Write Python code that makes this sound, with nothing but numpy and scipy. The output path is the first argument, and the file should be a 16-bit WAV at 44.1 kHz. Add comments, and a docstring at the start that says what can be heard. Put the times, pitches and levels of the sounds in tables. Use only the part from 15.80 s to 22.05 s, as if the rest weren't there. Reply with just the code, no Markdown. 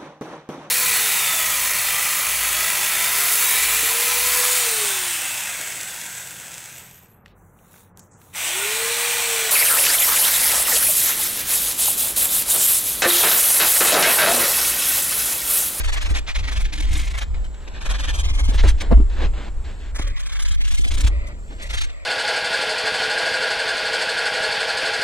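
"""A painted wooden chair leg is sanded by hand in a workshop, heard speeded up: runs of 20-50 strokes a second.
From the start, grit clicks hiss and ring the wood through resonators, over swelling deep noise and room air,
with a thin band of insects (narrow noise) outside; the phase between the channels jumps about throughout.
Slides, scuffs and dull thuds (shaped grain noise) come among the strokes and in the pauses; knocks on the chair
(decaying modes) peak near 3 s. Sanding resumes at 4.2 s, with softer knocks near 5 s and last strokes at 6 s."""
import sys
import numpy as np
from scipy import signal
from scipy.fft import rfft, irfft
from scipy.io import wavfile
from scipy.ndimage import uniform_filter1d

SR = 44100
rng = np.random.default_rng(int(sys.argv[2]) if len(sys.argv) > 2 else 0)


def file_out(sig):
    """Save sig as 16-bit WAV at sys.argv[1]."""
    # one column per channel
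    cols = np.atleast_2d(sig).T
    # limit, then scale
    lim = np.clip(cols, -1, 1)
    pcm = np.round(lim * 32767).astype(np.int16)
    wavfile.write(sys.argv[1], SR, pcm)


N = 275625
TIME = np.arange(N) / SR   # s
HZ = np.maximum(np.arange(N // 2 + 1) * SR / N, 1)   # spectral bins, kept above zero for the logarithm

# the hold on the leg: [t/s, boom of the wood re body/dB, lift of lower and cut of upper resonances/dB,
# thump of the frame re body/dB, ring of the bent paper/dB]
HAND_HOLD = [(0, -3.5, 10.5, -29, -8), (1.15, -5.5, 10.5, -6.5, 10), (1.45, -3, 12.5, -24.5, 12),
             (2, -0.5, 9.5, -16, 9), (2.45, -4.5, 8, -20, 23.5), (2.8, -3.5, 6, -15.5, 9),
             (4.15, -1, 8, -22, 6), (4.4, -3, 3, -29, 18), (5.0, -7.5, 5, -8.5, 12), (5.3, -6, 3, -18, -14),
             (5.8, -7.5, 15.5, -38, -2), (6.1, -3.5, -1.5, -14, 4)]


def from_db(db):
    """Amplitude ratio: 20 dB is a factor of ten."""
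    return 10 ** (np.asarray(db) / 20)


def rms_one(x):
    """Normalization by the root mean square."""
    return x / np.sqrt(np.mean(x ** 2) + 1e-20)


def in_time(rows):
    """Linear interpolation of each column over time."""
    s, *columns = np.transpose(rows)
    return [np.interp(TIME, s, c) for c in columns]


def colour(x, spectrum):
    """Spectral shaping: gain in dB is linear in log frequency, silent far outside the curve; rms 1."""
    hz, db = np.transpose(spectrum)
    gain = from_db(np.interp(np.log(HZ), np.log(hz), db, left=-110, right=-110))
    return rms_one(irfft(rfft(x) * gain, N))


def drift(rate):
    """Slow random modulation: normal values, rate per second, joined by straight lines."""
    knots = rng.standard_normal(800)
    return np.interp(TIME * rate, np.arange(800), knots)


def grains(per_s, uneven_db):
    """Shot noise: dense clicks at random moments, of random size and sign."""
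    sizes = from_db(uneven_db * np.minimum(rng.exponential(1, N), 4)) * rng.choice([-1, 1], N)
    return rms_one(sizes * (rng.random(N) < per_s / SR))


def resonance(x, hz, width_hz):
    """Damped resonator: a two-pole band-pass of about unit gain at its peak."""
    r = np.exp(-np.pi * width_hz / SR)
    zeros = np.array([1, 0, -1]) * (1 - r * r) / 2
    poles = [1, -2 * r * np.cos(2 * np.pi * hz / SR), r * r]
    return signal.lfilter(zeros, poles, x)


def evened(x):
    """Envelope normalization: slow changes of level are divided out; rms 1."""
    power = uniform_filter1d(uniform_filter1d(x ** 2, size=700), size=700)
    return rms_one(x / np.sqrt(power + 1e-12))


def background():
    """Broadband and narrow-band noise: room air and a far chorus of insects."""
    # room air: [f/Hz, level/dB]
    air_spectrum = [(100, -2), (300, -9.5), (1000, -17), (3000, -28), (6000, -34.5), (15000, -49.5)]
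    air_db, insect_db = -46, -59
    insect_hz, insect_width_hz = 7520, 880
    chorus = resonance(rng.standard_normal(N), insect_hz, insect_width_hz)
    chorus = rms_one(resonance(chorus, insect_hz, insect_width_hz))
    air = colour(rng.standard_normal(N), air_spectrum)
    air_swell, chorus_swell = from_db(1.5 * drift(8)), from_db(1.2 * drift(8))
    return from_db(insect_db) * chorus_swell * chorus + from_db(air_db) * air_swell * air


def rumble():
    """Amplitude modulation: deep noise, its own slow swells evened out, follows a level curve."""
    # deep noise: [f/Hz, level/dB]
    deep_spectrum = [(7.1, -22), (12, 3), (43, 5.5), (55, 3), (67, -3.5), (86, -10.5), (130, -51),
                     (170, -39)]
    # swells of the rumble: [t/s, level/dB]
    rumble_levels = [(0.0, -21), (0.09, -17), (0.14, -22), (0.33, -18), (0.465, -31), (0.575, -19),
                     (0.7, -24.5), (0.84, -15), (0.92, -28), (1.085, -15), (1.405, -24.5), (1.585, -19.5),
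                     (1.785, -33.5), (2.025, -29), (2.105, -16.5), (2.175, -23.5), (2.405, -18),
                     (2.78, -13.5), (2.865, -8), (3.04, -25.5), (3.135, -7.5), (3.34, -21.5), (3.465, -14),
                     (3.645, -31), (3.765, -21), (3.985, -32), (4.25, -20), (4.5, -25), (4.68, -16),
                     (5.365, -17), (5.5, -31), (5.825, -32), (6.03, -18), (6.14, -32.5), (6.245, -35)]
    deep = colour(rng.standard_normal(N), deep_spectrum)
    power = uniform_filter1d(uniform_filter1d(deep ** 2, size=1500), size=1500)
    steady = rms_one(deep / np.sqrt(power + 0.014))
    return from_db(in_time(rumble_levels)[0]) * steady


def slide(s, rise_s, hold_s, fall_s):
    """Near-exponential envelope: the level in dB rises, holds and falls away."""
    edge_db, slope_exponent = 50.5, 0.83   # loss one rise or fall time away from the hold
    away = np.maximum(np.maximum((s - TIME) / rise_s, (TIME - s - hold_s) / fall_s), 0)
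    return from_db(-edge_db * np.minimum(away, 4) ** slope_exponent)


def shuffle():
    """Friction as shaped shot noise: slides, scuffs and dull noisy thuds, and paper drawn lightly."""
    # slides, scuffs and dull noisy thuds, some during strokes or knocks:
    # [t when full/s, rise/s, hold/s, fall/s, dull level/dB, bright level/dB]
    scuff_rows = [(1.543, 0.031, 0.022, 0.5, -46.5, -51), (1.947, 0.75, 0.044, .04, -45.5, -43.5),
                  (2.721, 0.072, 0.027, 0.1, -35.5, -42), (2.836, 0.0078, 0.032, 0.073, -27, -33.5),
                  (3.021, 0.034, 0.014, 0.27, -33.5, -40), (3.114, 0.03, 0.0088, 0.1, -19.5, -40),
                  (3.299, 0.015, 0.089, 0.063, -52.5, -49.5), (3.407, 0.17, 0.057, 0.089, -29.5, -35),
                  (3.538, 0.03, 0.15, 0.065, -39, -44), (3.847, .04, 0.073, 0.34, -50, -48),
                  (3.897, 0.037, 0.016, 0.06, -50, -76), (4.011, 0.17, 0.081, 0.18, -54, -49),
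                  (4.196, 0.012, 0.0022, 0.036, -31.5, -50), (5.177, 0.064, 0.157, 0.098, -43.5, -64),
                  (5.712, 0.093, 0.021, 0.12, -41, -46), (5.799, 0.089, 0.017, 0.22, -48, -40),
                  (6.025, 0.58, 0.079, 0.16, -49.5, -46)]
    # paper drawn along the leg: [t when full/s, rise/s, hold/s, fall/s, level/dB]
    drag_rows = [(4.193, .05, 0.23, 0.13, -46), (5.313, 0.058, 0.2, 0.16, -43),
                 (5.81, 0.058, 0.047, 0.054, -39.5), (6.096, 0.059, .2, .1, -48)]
    # dull part, bright part and paper drag: [f/Hz, level/dB]
    dull_spectrum = [(100, -2.5), (250, -3), (500, -4.5), (1000, -10.5), (1500, -16), (2500, -73)]
    bright_spectrum = [(800, -40), (1600, 9.5), (2500, 6.5), (4000, 3.5), (5000, -5.5), (7000, -9.5),
                       (10000, -25)]
    drag_spectrum = [(400, -51), (560, 8), (800, -11), (1200, 1), (1600, -20), (1950, 6.5), (2550, -2.5),
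                     (2900, -14), (5000, -14.5)]
    dull_level, bright_level = np.zeros(N), np.zeros(N)
    for *times, dull_db, bright_db in scuff_rows:
        shape = slide(*times)
        dull_level += from_db(dull_db) * shape
        bright_level += from_db(bright_db) * shape
    drag_level = sum(from_db(db) * slide(*times) for *times, db in drag_rows)
    rub = grains(per_s=6000, uneven_db=2) * from_db(2 * drift(45))
    drag = colour(grains(per_s=19000, uneven_db=-6.5), drag_spectrum)
    dull, bright = colour(rub, dull_spectrum), colour(rub, bright_spectrum)
    return dull_level * dull + bright_level * bright + drag_level * drag


def knocks():
    """Modal impact: a soft contact builds up over some ms, strikes every mode nearly in step and rattles."""
    # knocks on the chair: [t/s, relative level/dB, contact/ms]
    knock_rows = [(0.304, -17, 7.1), (2.685, -21, 2.8), (2.833, -21.5, 0.48), (2.855, -9, 8.4),
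                  (3.102, -22.5, 3.6), (3.112, -19, 0.62), (3.118, -8, 2.25), (3.168, -17.5, 4.2),
                  (3.195, -18, 3.3), (4.191, -40, 0.45), (4.8, -28.5, 3.9), (4.915, -29, 5.6),
                  (4.988, -22.5, 3.2), (5.056, -25.5, 2.2), (5.185, -15.5, 11), (5.24, -17.5, 8.7)]
    # modes of the struck chair: [f/Hz, relative level/dB, decay by 60 dB/s]
    chair_modes = [(53.9, 12.5, 0.26), (223, 12.5, 0.035), (245, 2, 0.068), (308.3, 5.5, 0.074),
                   (390, -3.5, 0.2), (479, 23.5, 0.017), (673, 2, 0.073), (910, 5, 0.027)]
    crack_db, crack_delay_s, crack_decay_s = -22, .004, 0.0015
    rattle_db, rattle_decay_s = -13, 0.013   # the joints rattle
    out = np.zeros(N)
    luck_db = rng.normal(0, 3, (len(knock_rows), len(chair_modes)))
    turns = rng.random((len(knock_rows), len(chair_modes)))
    hz, db, t60 = np.transpose(chair_modes)[:, :, None]
    after = np.arange(SR // 3) / SR
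    hiss = np.diff(rng.standard_normal((len(knock_rows), len(after) + 1)))
    rattle_hz = np.arange(len(after) // 2 + 1) * SR / len(after)
    build_up = 1 - np.exp(-(after / 0.0067) ** 2)
    for k, (s, level_db, contact_ms) in enumerate(knock_rows):
        # a longer contact excites less of the treble
        strength = from_db(db + luck_db[k, :, None] - 60 * after / t60) / (1 + (hz * contact_ms / 1000) ** 2)
        cycles = hz * (after - 0.008) + 0.21 + 0.39 * (turns[k, :, None] - .5)
        ring = build_up * np.sum(strength * np.sin(2 * np.pi * cycles), axis=0)
        softness = (1 + (rattle_hz * contact_ms / 1000) ** 2) * (1 + (rattle_hz / 3500) ** 4)
        rattle = rms_one(irfft(rfft(hiss[k]) / softness, len(after)))
        ring += build_up * rattle * from_db(rattle_db) * np.exp(-after / rattle_decay_s)
        crack_shape = (after > crack_delay_s) * np.exp(-np.abs(after - crack_delay_s) / crack_decay_s)
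        crack = signal.lfilter([1], [1, -.9], hiss[k]) * crack_shape
        ring += from_db(crack_db) / (1 + (contact_ms / 2) ** 2) * signal.lfilter([1], [1, -.75], crack)
        at = round(s * SR)
        out[at:at + len(after)] += from_db(level_db - 1.5) * ring[:N - at]
    return out


def strokes():
    """Reciprocating motion: rows (s, body dB, treble re body dB) in order; each second one of a run goes back."""
    # lone strokes: [t at the middle/s, body level/dB, treble re body/dB]
    lone_rows = [(0.31, -36.5, -5.5), (0.37, -29, -10.5), (0.499, -30.5, -18), (0.564, -29, -13),
                 (0.599, -34.5, -12), (0.65, -36, -16), (0.897, -48, -20), (2.025, -38, -10),
                 (2.066, -33.5, -8), (2.8, -29, -22), (2.845, -45, -1), (2.893, -29.5, -7),
                 (2.992, -47, -18), (3.016, -28.5, -9.5), (4.164, -38.5, 2.5), (4.749, -39.5, -2),
                 (4.787, -45, -14), (4.818, -33.5, -7), (5.834, -37, -7), (5.871, -42, -11),
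                 (5.911, -32, -12), (6.045, -34.5, -8.5)]
    # runs of even strokes: [first t/s, last t/s, strokes, first level/dB, last level/dB, treble re body/dB,
    # back stroke early/ms, back stroke brighter/dB, back stroke weaker/dB]
    run_rows = [(0.007, 0.266, 7, -31.5, -28, -13, -3.5, 4, 2),
                (0.69, 0.859, 5, -29.5, -35.5, -14, 1, 6.5, 2),
                (0.937, 1.033, 5, -32, -35.5, -10.5, 1.5, 3, 5),
                (1.053, 1.095, 3, -40.5, -43.5, -11, -4, -5, -2),
                (1.12, 1.261, 8, -35, -38, -10.5, 2.1, 8, 2.5),
                (1.281, 1.426, 5, -36.5, -33.5, -12.5, 2.5, 7, 1.5),
                (2.113, 2.299, 5, -33.5, -32.5, -8, 3, -0.5, 0.9),
                (2.355, 2.754, 9, -33, -37, -5, 3, -1.5, -1.5),
                (4.197, 4.306, 5, -35.5, -46.5, -5.5, -1, 0.5, -3.5),
                (4.376, 4.566, 7, -39.5, -39, -8.5, 1.8, 6, -2),
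                (4.603, 4.721, 5, -35.5, -31.5, -3.5, 2, 5, 4),
                (4.854, 5.086, 8, -33.5, -36, -7, 2, 3, -0.2), (5.12, 5.28, 6, -33, -32, -7, 3.5, 5, -1.7),
                (5.948, 6.019, 3, -29.5, -28, -10.5, -2, 1.5, -3)]
    uneven_db = 2   # chance from stroke to stroke
    rows = list(lone_rows)
    for first, last, count, first_db, last_db, treble_db, early_ms, brighter_db, weaker_db in run_rows:
        count = round(count)
        along, back = np.linspace(0, 1, count), np.arange(count) % 2
        luck_db = uneven_db * rng.standard_normal((count, 2))
        s = first + along * (last - first) - back * early_ms / 1000
        db = first_db + along * (last_db - first_db) - back * weaker_db + luck_db[:, 0]
        rows += zip(s, db, treble_db + back * brighter_db + luck_db[:, 1])
    return sorted(rows)


def swells(rows, fill, longest_s):
    """Level follows speed: body and treble of each stroke swell and fade with the hand's motion."""
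    shortest_s = 0.017   # least half length, unless longest_s is less
    bite = .8   # under 1: a stroke starts faster than it ends
    s, db, treble_db = np.transpose(rows)
    gaps = np.diff(s, prepend=-1, append=99)
    half = np.clip(fill * np.minimum(gaps[:-1], gaps[1:]), shortest_s, longest_s)
    body, treble = np.zeros(N), np.zeros(N)
    for k in range(len(s)):
        at = slice(max(round((s[k] - half[k]) * SR), 0), round((s[k] + half[k]) * SR))
        along = np.clip((TIME[at] - s[k]) / half[k] / 2 + .5, 0, 1)
        speed = np.sin(np.pi * along ** bite) ** 2
        body[at] += from_db(db[k]) * speed
        treble[at] += from_db(db[k] + treble_db[k]) * speed ** 1.48
    return body, treble


def leg(x, ring_db):
    """Parallel resonances of the wood join the sound; the hold favours lower or upper ones, with some chance."""
    # the leg when rubbed: [f/Hz, width/Hz, relative level/dB]
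    leg_modes = [(1755, 30, -4), (2121, 150, 1), (2448, 50, -4), (3150, 1500, 6), (3445, 62, 12.5),
                 (3850, 730, -2), (6040, 114, 0)]
    lower_db = in_time(HAND_HOLD)[1]
    rings = 0
    for hz, width, db in leg_modes:
        grip_db = 4 * drift(22) + lower_db * np.sign(2900 - hz)
        rings = rings + from_db(db + grip_db) * resonance(x, hz, width)
    return x + from_db(ring_db) * rings


def catches(grit):
    """Brief resonant excitation: the grit catches and the wood rings out, each time at one pitch."""
    # catches: [t at the middle/s, f/Hz, level/dB]
    catch_rows = [(0.367, 1900, -31.5), (0.492, 2310, -35), (0.564, 2040, -31.5), (0.687, 2470, -36),
                  (0.857, 2400, -36), (1.158, 3620, -34.5), (5.05, 2290, -25)]
    spread_s, width_share = .005, .07   # time to 1/e on either side; width over pitch
    out = np.zeros(N)
    for s, hz, db in catch_rows:
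        burst = np.exp(-((TIME - s) / spread_s) ** 2)
        out += from_db(db) * burst * evened(resonance(grit, hz, width_share * hz))
    return out


def sanding():
    """Source and filter: grit tears at the paint in dense clicks that ring the wood, frame and bent paper."""
    # short light strokes and ticks: [t at the middle/s, body level/dB, treble re body/dB]
    short_rows = [(0.39, -38, -5), (1.008, -34.5, -4), (1.549, -43, -30), (1.65, -44, -10),
                  (1.665, -51, -14), (1.748, -51, -11), (1.883, -37.5, -16), (5.474, -48, 1.5),
                  (5.486, -52, 1), (6.102, -45, -13)]
    # scrape, treble and boom of the grit: [f/Hz, level/dB]
    scrape_spectrum = [(900, -94), (1500, -17), (2200, 6), (4000, 3.5), (5000, -2), (7000, -5.5)]
    treble_spectrum = [(3500, -84), (5000, -17.5), (7000, -8.5), (8500, -5.5), (10000, -9.5),
                       (12500, -17.5), (16000, -23)]
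    boom_spectrum = [(120, 12), (300, -6), (550, 4), (1000, 0.5), (1300, -3), (2000, -10.5)]
    # the hollow of the paper bent round the leg: [f/Hz, width/Hz, relative level/dB]
    paper_modes = [(1670, 49, 2.5), (3170, 130, -13.5)]
    frame_hz, frame_width_hz = 297.7, 38
    treble_late_s = 0.0027   # the hiss of a stroke lags its body
    stroke_levels = swells(strokes(), fill=0.64, longest_s=0.039)
    body, treble = np.add(stroke_levels, swells(short_rows, fill=0.97, longest_s=0.0097))
    # the near walls carry each stroke a little way into the next
    fade = np.exp(-1 / (0.063 * SR))
    body += from_db(-14.0) * signal.lfilter([1 - fade], [1, -fade], body)
    treble = np.interp(TIME - treble_late_s, TIME, treble)
    treble += from_db(-12) * uniform_filter1d(treble, size=1800)
    grit = grains(per_s=14000, uneven_db=2.5) * from_db(1.3 * drift(110))
    boom_db, _, thump_db, paper_db = in_time(HAND_HOLD)
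    boom = from_db(boom_db) * rms_one(leg(colour(grit, boom_spectrum), ring_db=17.5))
    frame = resonance(resonance(grit, frame_hz, frame_width_hz), frame_hz, frame_width_hz)
    thump = from_db(thump_db + 4.1 * drift(23.2)) * rms_one(frame)
    scrape = colour(grit, scrape_spectrum)
    paper = from_db(paper_db) * sum(from_db(db) * resonance(scrape, hz, width) for hz, width, db in paper_modes)
    body_sound = evened(leg(scrape, ring_db=-7.5) + paper) + boom + thump
    treble_sound = evened(leg(colour(grit, treble_spectrum), ring_db=15.5))
    return body * body_sound + treble * treble_sound + catches(grit)


def lead_at(hz, s):
    """Interchannel phase: the lead of left over right that the latest jump has left at each pitch and moment."""
    # jumps, each held until the next in its range: [t/s, lowest f/Hz, upper f/Hz, lead/rad]
    jump_rows = [(0, 0, 550, 1.5), (0, 550, 1900, -1.4), (0, 1900, 3600, 2), (0, 3600, 30000, .2),
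                 (.34, 1900, 30000, -1.4), (.51, 0, 500, 3), (.56, 0, 500, -1), (1.09, 1900, 30000, -.1),
                 (1.33, 1500, 3000, 1.2), (1.5, 500, 30000, -.9), (1.85, 1450, 1900, .8),
                 (1.85, 1900, 2350, 3), (1.85, 2350, 4200, -.4), (1.85, 4100, 5300, 2.2),
                 (1.85, 5300, 30000, -1.9), (2.2, 600, 1450, .6), (2.37, 0, 600, .6), (2.33, 1300, 1900, 3),
                 (2.43, 1900, 2300, .4), (2.43, 2300, 30000, 2.6), (2.53, 5800, 7600, .8),
                 (2.63, 5800, 7600, 2.4), (2.72, 1300, 30000, .5), (4.12, 2400, 30000, -2.5),
                 (4.22, 600, 1150, 3.1), (4.34, 0, 600, -3), (4.57, 3000, 4200, 0),
                 (4.765, 1150, 30000, 3.1), (4.79, 1750, 2350, 2), (4.845, 1000, 30000, 1.7),
                 (4.9, 550, 1000, 2.2), (4.97, 550, 2600, 3.14), (5.03, 420, 750, 1), (5.1, 0, 30000, .75),
                 (5.31, 700, 30000, -2), (5.58, 4000, 30000, .5), (5.97, 0, 1100, 2.8),
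                 (6.06, 400, 800, -1.5), (6.08, 1300, 30000, -1.9)]
    lead = np.zeros(np.broadcast(hz, s).shape)
    for start, from_hz, to_hz, radians in jump_rows:
        lead[(s >= start) & (hz >= from_hz) & (hz < to_hz)] = radians
    return lead


def blotches(shape, frames, bins):
    """Correlated random field: noise smoothed over frequency and time, rms 1."""
    field = rng.standard_normal(shape)
    for _ in range(2):
        field = uniform_filter1d(field, size=max(round(bins), 1), axis=0)
        field = uniform_filter1d(field, size=max(round(frames), 1), axis=1)
    return rms_one(field)


def right_channel(left, ragged, stray_above, waver):
    """Short-time phase rotation of the left side, range by range, with ragged borders and stray patches."""
    hz, s, cells = signal.stft(left, SR, nperseg=1024, noverlap=768)
    wandering_hz = hz[:, None] * np.exp(ragged * blotches(cells.shape, frames=55, bins=8))
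    lead = lead_at(wandering_hz, s)
    # patches, more of them above the bass, break away to a phase of their own
    upper = np.clip(hz[:, None] / 1200, 0, 1)
    stray_reach = np.clip(hz[:, None] / 1500, .6, 1)
    stray = blotches(cells.shape, frames=14, bins=7) * stray_reach > stray_above
    lead = np.where(stray, 2.05 * np.sign(blotches(cells.shape, frames=15, bins=20)), lead)
    lead = lead + waver * upper * blotches(cells.shape, frames=3, bins=3)
    return signal.istft(cells * np.exp(-1j * lead), SR, nperseg=1024, noverlap=768)[1][:N]


def right_rumble(deep):
    """Analytic-signal rotation: the rumble is turned as a whole by the lead in the bass."""
    turn = np.exp(-1j * lead_at(50, TIME))
    turn = uniform_filter1d(turn.real, size=900) + 1j * uniform_filter1d(turn.imag, size=900)
    return (signal.hilbert(deep) * turn).real


def scene():
    """Superposition: all sources add on the left; the right follows with its phase turned."""
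    near, deep = sanding() + shuffle() + background() + knocks(), rumble()
    right = from_db(0.12) * right_channel(near, ragged=.07, stray_above=.95, waver=0.42) + right_rumble(deep)
    return np.array([near + deep, right])


def record(dry):
    """Overload and band limit: peaks are clipped, then the top is cut by 60 dB from 16050 Hz up."""
    top_cut = signal.cheby2(12, 60, 16050, fs=SR, output="sos")
    return signal.sosfilt(top_cut, np.clip(dry, -.99, .99))


dry = scene()
out = record(dry)
file_out(out)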